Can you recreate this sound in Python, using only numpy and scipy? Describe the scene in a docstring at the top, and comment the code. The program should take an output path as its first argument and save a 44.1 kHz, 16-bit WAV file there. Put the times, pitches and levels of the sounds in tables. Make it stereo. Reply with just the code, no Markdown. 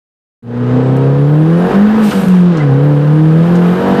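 """A turbocharged four-cylinder car pulls hard through two gears, heard from the driver's seat.
The exhaust booms at the firing rate, its overtones growling through the cabin's resonances,
over a coarse roar of intake and engine bay. The turbo whistles upward in a rush of air.
At the gear change the blow-off valve hisses, the linkage knocks, the boom stutters and the revs
drop; a brief squeak comes with the next gear, and they climb again."""
import sys
import numpy as np
from scipy import signal
from scipy.fft import rfft, irfft
from scipy.io import wavfile
from scipy.ndimage import uniform_filter1d

SR = 44100
rng = np.random.default_rng(int(sys.argv[2]) if len(sys.argv) > 2 else 0)


def transcribe(signal):
    """Save signal, clipped to [-1, 1], as a 16-bit WAV file at the path in sys.argv[1]."""
    frames = np.atleast_2d(signal).T
    limited = np.clip(frames, -1, 1)
    pcm = np.round(limited * 32767).astype(np.int16)
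    wavfile.write(sys.argv[1], SR, pcm)


N = 176400
T = np.arange(N) / SR
HZ = np.fft.rfftfreq(N, 1 / SR)

# The revs. Each row: time in seconds, firing rate in Hz.
REVS = [(.43, 117.5), (.7, 124.3), (1, 133.8), (1.25, 143.6), (1.45, 158.2), (1.65, 180.5), (1.87, 212),
        (2, 219.5), (2.12, 198.4), (2.22, 189.8), (2.4, 178.7), (2.51, 174.1), (2.6, 150), (2.72, 133.7),
        (2.87, 147.4), (2.98, 144.3), (3.2, 155.3), (3.32, 158.4), (3.5, 173.1), (3.7, 176), (3.82, 190),
        (4, 194.3)]
# Fader rides for the exhaust's boom, its octave and its growl. Each row: time in seconds, level in dB.
BOOM_FADER = [(0.43, -39), (0.46, -29), (0.54, -23), (0.69, -14), (1.36, -8.5), (1.62, -10), (1.67, -11),
              (1.7, -36), (1.75, -9), (1.77, -7.5), (1.94, -10), (2.09, -8), (2.12, -37.5), (2.16, -8.5),
              (2.4, -6), (2.51, -7), (2.57, -15.5), (2.65, -8), (2.68, -10.5), (3.34, -8.5), (3.72, -9.5),
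              (3.8, -22.5), (3.86, -17), (3.89, -15), (3.93, -8), (3.96, -24), (4.0, -7.5)]
OCTAVE_FADER = [(.43, -34), (.53, -23), (.77, -14), (.83, -19), (.93, -14.5), (1.1, -22), (1.2, -15),
                (1.32, -20.5), (1.42, -15.5), (1.6, -20.5), (1.7, -23), (1.77, -18), (1.88, -35), (2, -24),
                (2.38, -27.5), (2.48, -20.5), (2.66, -17), (2.75, -20), (3.02, -18), (3.17, -14),
                (3.33, -18.5), (3.46, -23.5), (3.53, -20.5), (3.8, -22), (4, -23.5)]
GROWL_FADER = [(0.43, -48.5), (0.49, -29.5), (0.78, -17), (0.95, -19.5), (1.02, -16), (1.43, -22.5),
               (1.72, -16), (1.88, -29), (2.24, -21), (2.37, -30), (2.74, -17), (3.21, -23), (3.43, -20.5),
               (3.47, -21.5), (3.5, -21.5), (3.77, -21), (3.81, -15.5), (4.0, -18.5)]
# Strong exhaust overtones. Each entry: multiple of the firing rate, boost over the weak ones in dB.
STRONG_ORDERS = {.75: 5.3, 1.25: 7.3, 1.5: 5, 1.75: 4.4, 2.25: 2.3, 2.5: 6.95, 3: 9.7, 3.25: 3, 3.5: 9.5,
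                 3.75: 4.6, 4: 8.8, 4.5: 2.8, 5: 8, 5.5: 3, 6: 6.7, 7: 9, 8: 5.4, 9: 4.6, 10: 5.6}
# The cabin's EQ on the growl. Each row: frequency in Hz, gain in dB.
CABIN_EQ = [(70, -17), (150, 1.5), (250, 2.5), (330, 0), (375, -1.5), (405, 3), (435, 4.5), (452, 2.5),
            (470, 9), (505, 6), (545, -5.5), (600, -5), (680, -5.5), (760, -5.5), (830, -7), (1200, -10.5),
            (2000, -17.5)]
# Fader rides for the roar. Each row: time in seconds, body level in dB, treble level in dB.
ROAR_FADERS = [(0.43, -49.5, -67), (0.47, -42.5, -57.5), (0.56, -30, -48), (0.71, -25.5, -42),
               (1.43, -27.5, -43.5), (1.69, -19.5, -37), (1.72, -17, -34), (1.8, -21.5, -39),
               (1.99, -18.5, -36.5), (2.11, -23.5, -32), (2.12, -16.5, -28.5), (2.16, -22, -33.5),
               (2.29, -23, -37), (2.48, -27, -40), (2.61, -20, -37.5), (2.69, -25.5, -42.5),
               (3.25, -25.5, -41.5), (4.0, -18, -33.5)]
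# Cabin and panel resonances that colour the roar. Each row: centre in Hz, width in Hz, boost in dB.
PANELS = [(472, 50, 5), (1032, 28, 3), (1275, 17, 7), (1510, 10, 6), (1920, 38, 0.5), (3100, 34, 2),
          (3440, 23, 0), (3800, 77, 4)]
# Noise colours of the roar's body and treble, the car's rumble, the compressor's air and the valve.
# Each row: frequency in Hz, relative level in dB.
BODY_EQ = [(110, -21), (200, 2), (480, -2), (620, -6.5), (1000, -4.5), (1650, -6), (2100, -14.5),
           (3000, -26.5), (5000, -53.5)]
TREBLE_EQ = [(1200, -32), (2200, 1), (3000, 2.5), (3800, -3), (4800, -8), (6000, -15.5), (8500, -21),
             (11000, -31.5), (14500, -39.5)]
RUMBLE_EQ = [(10, -50.5), (25, -31.5), (35, -15.5), (52, 7), (75, 8.5), (110, 8.5), (200, 14), (400, -40.5)]
AIR_EQ = [(3000, -19), (6000, -4), (8500, 0), (11000, -2), (14500, -8)]
VALVE_EQ = [(800, -29), (2000, 6), (3300, 2), (5000, -0.5), (6800, -6), (8600, -0.5), (10300, -5.5),
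            (12000, -12), (14300, -5)]
# The turbo's two whistles. Each row: time in seconds, lower pitch in Hz, lower and upper level in dB.
WHISTLES = [(.55, 4080, -75, -75), (.75, 4920, -68, -65), (1, 5630, -77, -60.5), (1.22, 6780, -67.5, -63),
            (1.36, 8300, -63.5, -59.5), (1.52, 10100, -57.5, -63.5), (1.7, 11630, -52.5, -66),
            (1.93, 12190, -58.5, -62), (2.05, 12040, -45, -67), (2.22, 11850, -43, -58),
            (2.42, 11120, -57, -73), (2.5, 8000, -80, -89), (2.6, 5548, -67, -65), (2.85, 7600, -63, -59),
            (3.08, 9600, -61, -57), (3.3, 11000, -58.5, -60.5), (3.6, 11510, -54.5, -64),
            (4, 11900, -52.5, -71)]
# Knocks and ticks. Each row: start in seconds, level in dB, centre in Hz, half-width in octaves,
# seconds to fall by 60 dB.
KNOCKS = [(.966, -38, 9000, 1, .035), (2.108, -28, 4000, .8, .06), (2.116, -17, 1400, .25, .06),
          (2.339, -14, 950, .3, .04), (2.57, -33, 4200, .75, .08), (3.553, -38, 5200, .75, .1)]
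# Stereo image. Each row: frequency in Hz, left-right likeness (1 or more is mono).
LIKENESS = [(200, 1.1), (300, 0.53), (450, 0.63), (750, 0.78), (1300, -0.29), (2500, -0.05), (5000, 0),
            (14000, 0)]
# Lean of the microphone pair. Each row: frequency in Hz, left over right in dB.
BALANCE = [(200, -0.23), (320, 3), (490, .5), (740, -2), (1130, 3.5), (1710, 5.5), (2610, -3.5), (3960, -2),
           (6030, -8.5), (9160, -5), (13900, 0.5)]


def amp(db):
    """Decibels to gain."""
    return 10 ** (np.asarray(db) / 20)


def unit(x):
    """Scales to rms 1."""
    return x / np.sqrt(np.mean(x ** 2) + 1e-20)


def curve(table):
    """Every column of a time table at each sample."""
    times, *columns = np.transpose(table)
    return np.squeeze([np.interp(T, times, c) for c in columns])


def spectrum(table, hz=HZ):
    """A frequency table, interpolated on a log axis."""
    freqs, values = np.transpose(table)
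    return np.interp(np.log(hz + 1), np.log(freqs + 1), values)


def wander(rate_hz):
    """Smooth random drift of rms 1."""
    knots = rng.standard_normal(N // 100 + 1)
    freqs = np.fft.rfftfreq(len(knots), 100 / SR)
    smooth = irfft(rfft(knots) / (1 + (freqs / rate_hz) ** 4), len(knots))
    return unit(np.interp(T, np.linspace(0, T[-1], len(knots)), smooth))


def stereo(a, b, hz, mono_below_hz=170):
    """Two unrelated signals become left and right, mono in the bass and wide in the treble."""
    likeness = np.where(hz < mono_below_hz, 1, np.clip(spectrum(LIKENESS, hz), -.95, 1))
    mid = a * np.sqrt((1 + likeness) / 2)
    side = b * np.sqrt((1 - likeness) / 2)
    return np.array([mid + side, mid - side])


def noise(colour_db):
    """Stereo noise of a given colour, with rms 1 in the middle."""
    a, b = rfft(rng.standard_normal((2, N)))
    x = irfft(stereo(a, b, HZ) * amp(colour_db), N)
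    return x / x.mean(0).std()


def exhaust_boom(firings, waver_hz=8.2, trim_db=1.26):
    """The exhaust pulses as a clean, wavering tone at the firing rate, with its octave."""
    ear_phase = np.array([[-.06], [.06]])  # radians: the boom reaches the right side first
    boom = np.sin(2 * np.pi * firings + ear_phase) * (1 + .1 * wander(waver_hz))
    boom *= boom_stutter() * amp(curve(BOOM_FADER) + trim_db)
    octave = np.cos(4 * np.pi * firings) * (1 + .2 * wander(waver_hz))
    return np.sqrt(2) * (boom + octave * amp(curve(OCTAVE_FADER)))


def exhaust_growl(firing_hz, firings, waver_hz=8.2, core_hz=(380, 650), trim_db=-.5):
    """Quarter-order overtones sweep through the cabin's resonances as the revs move."""
    growl = np.zeros((2, N))
    grid_hz = np.geomspace(60, 2500, 110)
    for order in np.arange(2, 41) / 4:
        if order in (1, 2):  # the boom and its octave
            continue
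        tone = np.exp(2j * np.pi * (order * firings + rng.random()))
        tone *= 1 + .35 * (wander(waver_hz) + 1j * wander(waver_hz))
        cabin_db = spectrum(CABIN_EQ, grid_hz) + rng.uniform(-1, 1, len(grid_hz))
        gain = amp(STRONG_ORDERS.get(order, 0) + np.interp(order * firing_hz, grid_hz, cabin_db))
        growl += gain * stereo(tone.real, tone.imag * rng.choice([-1, 1]), order * firing_hz.mean())
    # Hold the core band steady ahead of the fader.
    bandpass = signal.butter(2, core_hz, "bandpass", fs=SR, output="sos")
    core = signal.sosfiltfilt(bandpass, growl.mean(0))
    growl /= np.sqrt(uniform_filter1d(core ** 2, size=5000))
    return growl * amp(curve(GROWL_FADER) + trim_db)


def roar(firings, flutter_db=.5, treble_trim_db=-.5, rumble_trim_db=-18):
    """Gas noise puffs with each firing and each engine cycle, over the rumble of the car body."""
    body_db, treble_db = curve(ROAR_FADERS)
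    panels_db = sum(db / (1 + (2 * (HZ - hz) / width) ** 2) for hz, width, db in PANELS)
    puffs = 1 + .082 * np.cos(2 * np.pi * firings) + .066 * np.cos(2 * np.pi * firings / 4)
    puffs *= amp(flutter_db * wander(40))
    body = noise(spectrum(BODY_EQ) + panels_db) * amp(body_db)
    treble = noise(spectrum(TREBLE_EQ) + panels_db) * amp(treble_db + treble_trim_db)
    rumble = noise(spectrum(RUMBLE_EQ)) * amp(.53 * body_db + rumble_trim_db)
    return puffs * (body + treble) + rumble


def turbo(upper_ratio=1.5, fuzz_width_hz=560, waver_db=3, air_over_whistle_db=1.5):
    """Two fuzzy whistles locked to the turbo shaft; the compressor's air swells with the lower one."""
    hz, lower_db, upper_db = curve(WHISTLES)
    phase = 2 * np.pi * np.cumsum(hz) / SR
    fuzz_filter = 1 / (1 + (2 * HZ / fuzz_width_hz) ** 2)
    out = noise(spectrum(AIR_EQ)) * amp(lower_db + air_over_whistle_db)
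    for ratio, db in ((1, lower_db), (upper_ratio, upper_db)):
        fuzz = unit(irfft(rfft(rng.standard_normal((2, 2, N))) * fuzz_filter, N))
        whistle = fuzz[0] * np.cos(ratio * phase) + fuzz[1] * np.sin(ratio * phase)
        out += whistle * amp(db + waver_db * wander(15))
    return out


def knocks(attack_s=.0015):
    """Dull knocks of the linkage and ticks of the cabin trim, each a fast-dying band of noise."""
    out = np.zeros((2, N))
    for start, db, hz, octaves, t60 in KNOCKS:
        age = np.maximum(T - start, 0)
        colour_db = -20 * np.log10(1 + (np.log2((HZ + 1) / hz) / octaves) ** 4)
        out += noise(colour_db) * np.minimum(age / attack_s, 1) * amp(db - 60 * age / t60)
    return out


def blow_off(start_s=2.015, attack_s=.029, hold_s=.11, level_db=-33, fall_db_per_s=68):
    """The valve opens, holds, and its hiss dies as the boost drains."""
    age = T - start_s
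    opening = np.clip(age / attack_s, 0, 1)
    drain_db = fall_db_per_s * np.maximum(age - hold_s, 0)
    return noise(spectrum(VALVE_EQ)) * opening * amp(level_db - drain_db)


def boom_stutter(start_s=2.2, length_s=.085, rate_hz=26.5):
    """Gain of the boom: it ducks out twice as the throttle closes."""
    age = T - start_s
    return 1 - np.sin(np.pi * rate_hz * age) ** 2 * (age > 0) * (age < length_s)


def squeak(start_s=2.596, length_s=.031, centre_hz=2010, rise_hz_per_s=1200, level_db=-21.5):
    """One nearly pure chirp that bends upward as the next gear is taken."""
    age = np.clip(T - start_s, 0, length_s)
    hz = centre_hz + rise_hz_per_s * (age - length_s / 2)
    hz *= 1 + .006 * wander(70)
    swell = np.sin(np.pi * age / length_s) ** 2
    return amp(level_db) * swell * np.sin(2 * np.pi * np.cumsum(hz) / SR)


def scene():
    """Slightly unsteady revs drive the exhaust and pulse the roar; the other layers sit on top."""
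    firing_hz = curve(REVS) * (1 + .0022 * wander(22))
    firings = np.cumsum(firing_hz) / SR
    engine = exhaust_boom(firings) + exhaust_growl(firing_hz, firings) + roar(firings)
    return engine + turbo() + knocks() + blow_off() + squeak()


def record(dry, start_s=.424, fade_s=.005, lowpass_hz=14480):
    """Microphone colour, a fast fade-in from silence, soft overload and a steep top cut."""
    balance = amp(np.outer([.5, -.5], spectrum(BALANCE)))
    x = irfft(rfft(dry) * balance, N)
    x *= np.clip((T - start_s) / fade_s, 0, 1)
    x /= (1 + x ** 12) ** (1 / 12)  # rounds off the peaks
    lowpass = signal.firwin(511, lowpass_hz, window=("kaiser", 9), fs=SR)
    return signal.oaconvolve(x, lowpass[None], "same")


dry = scene()
out = record(dry)
transcribe(out)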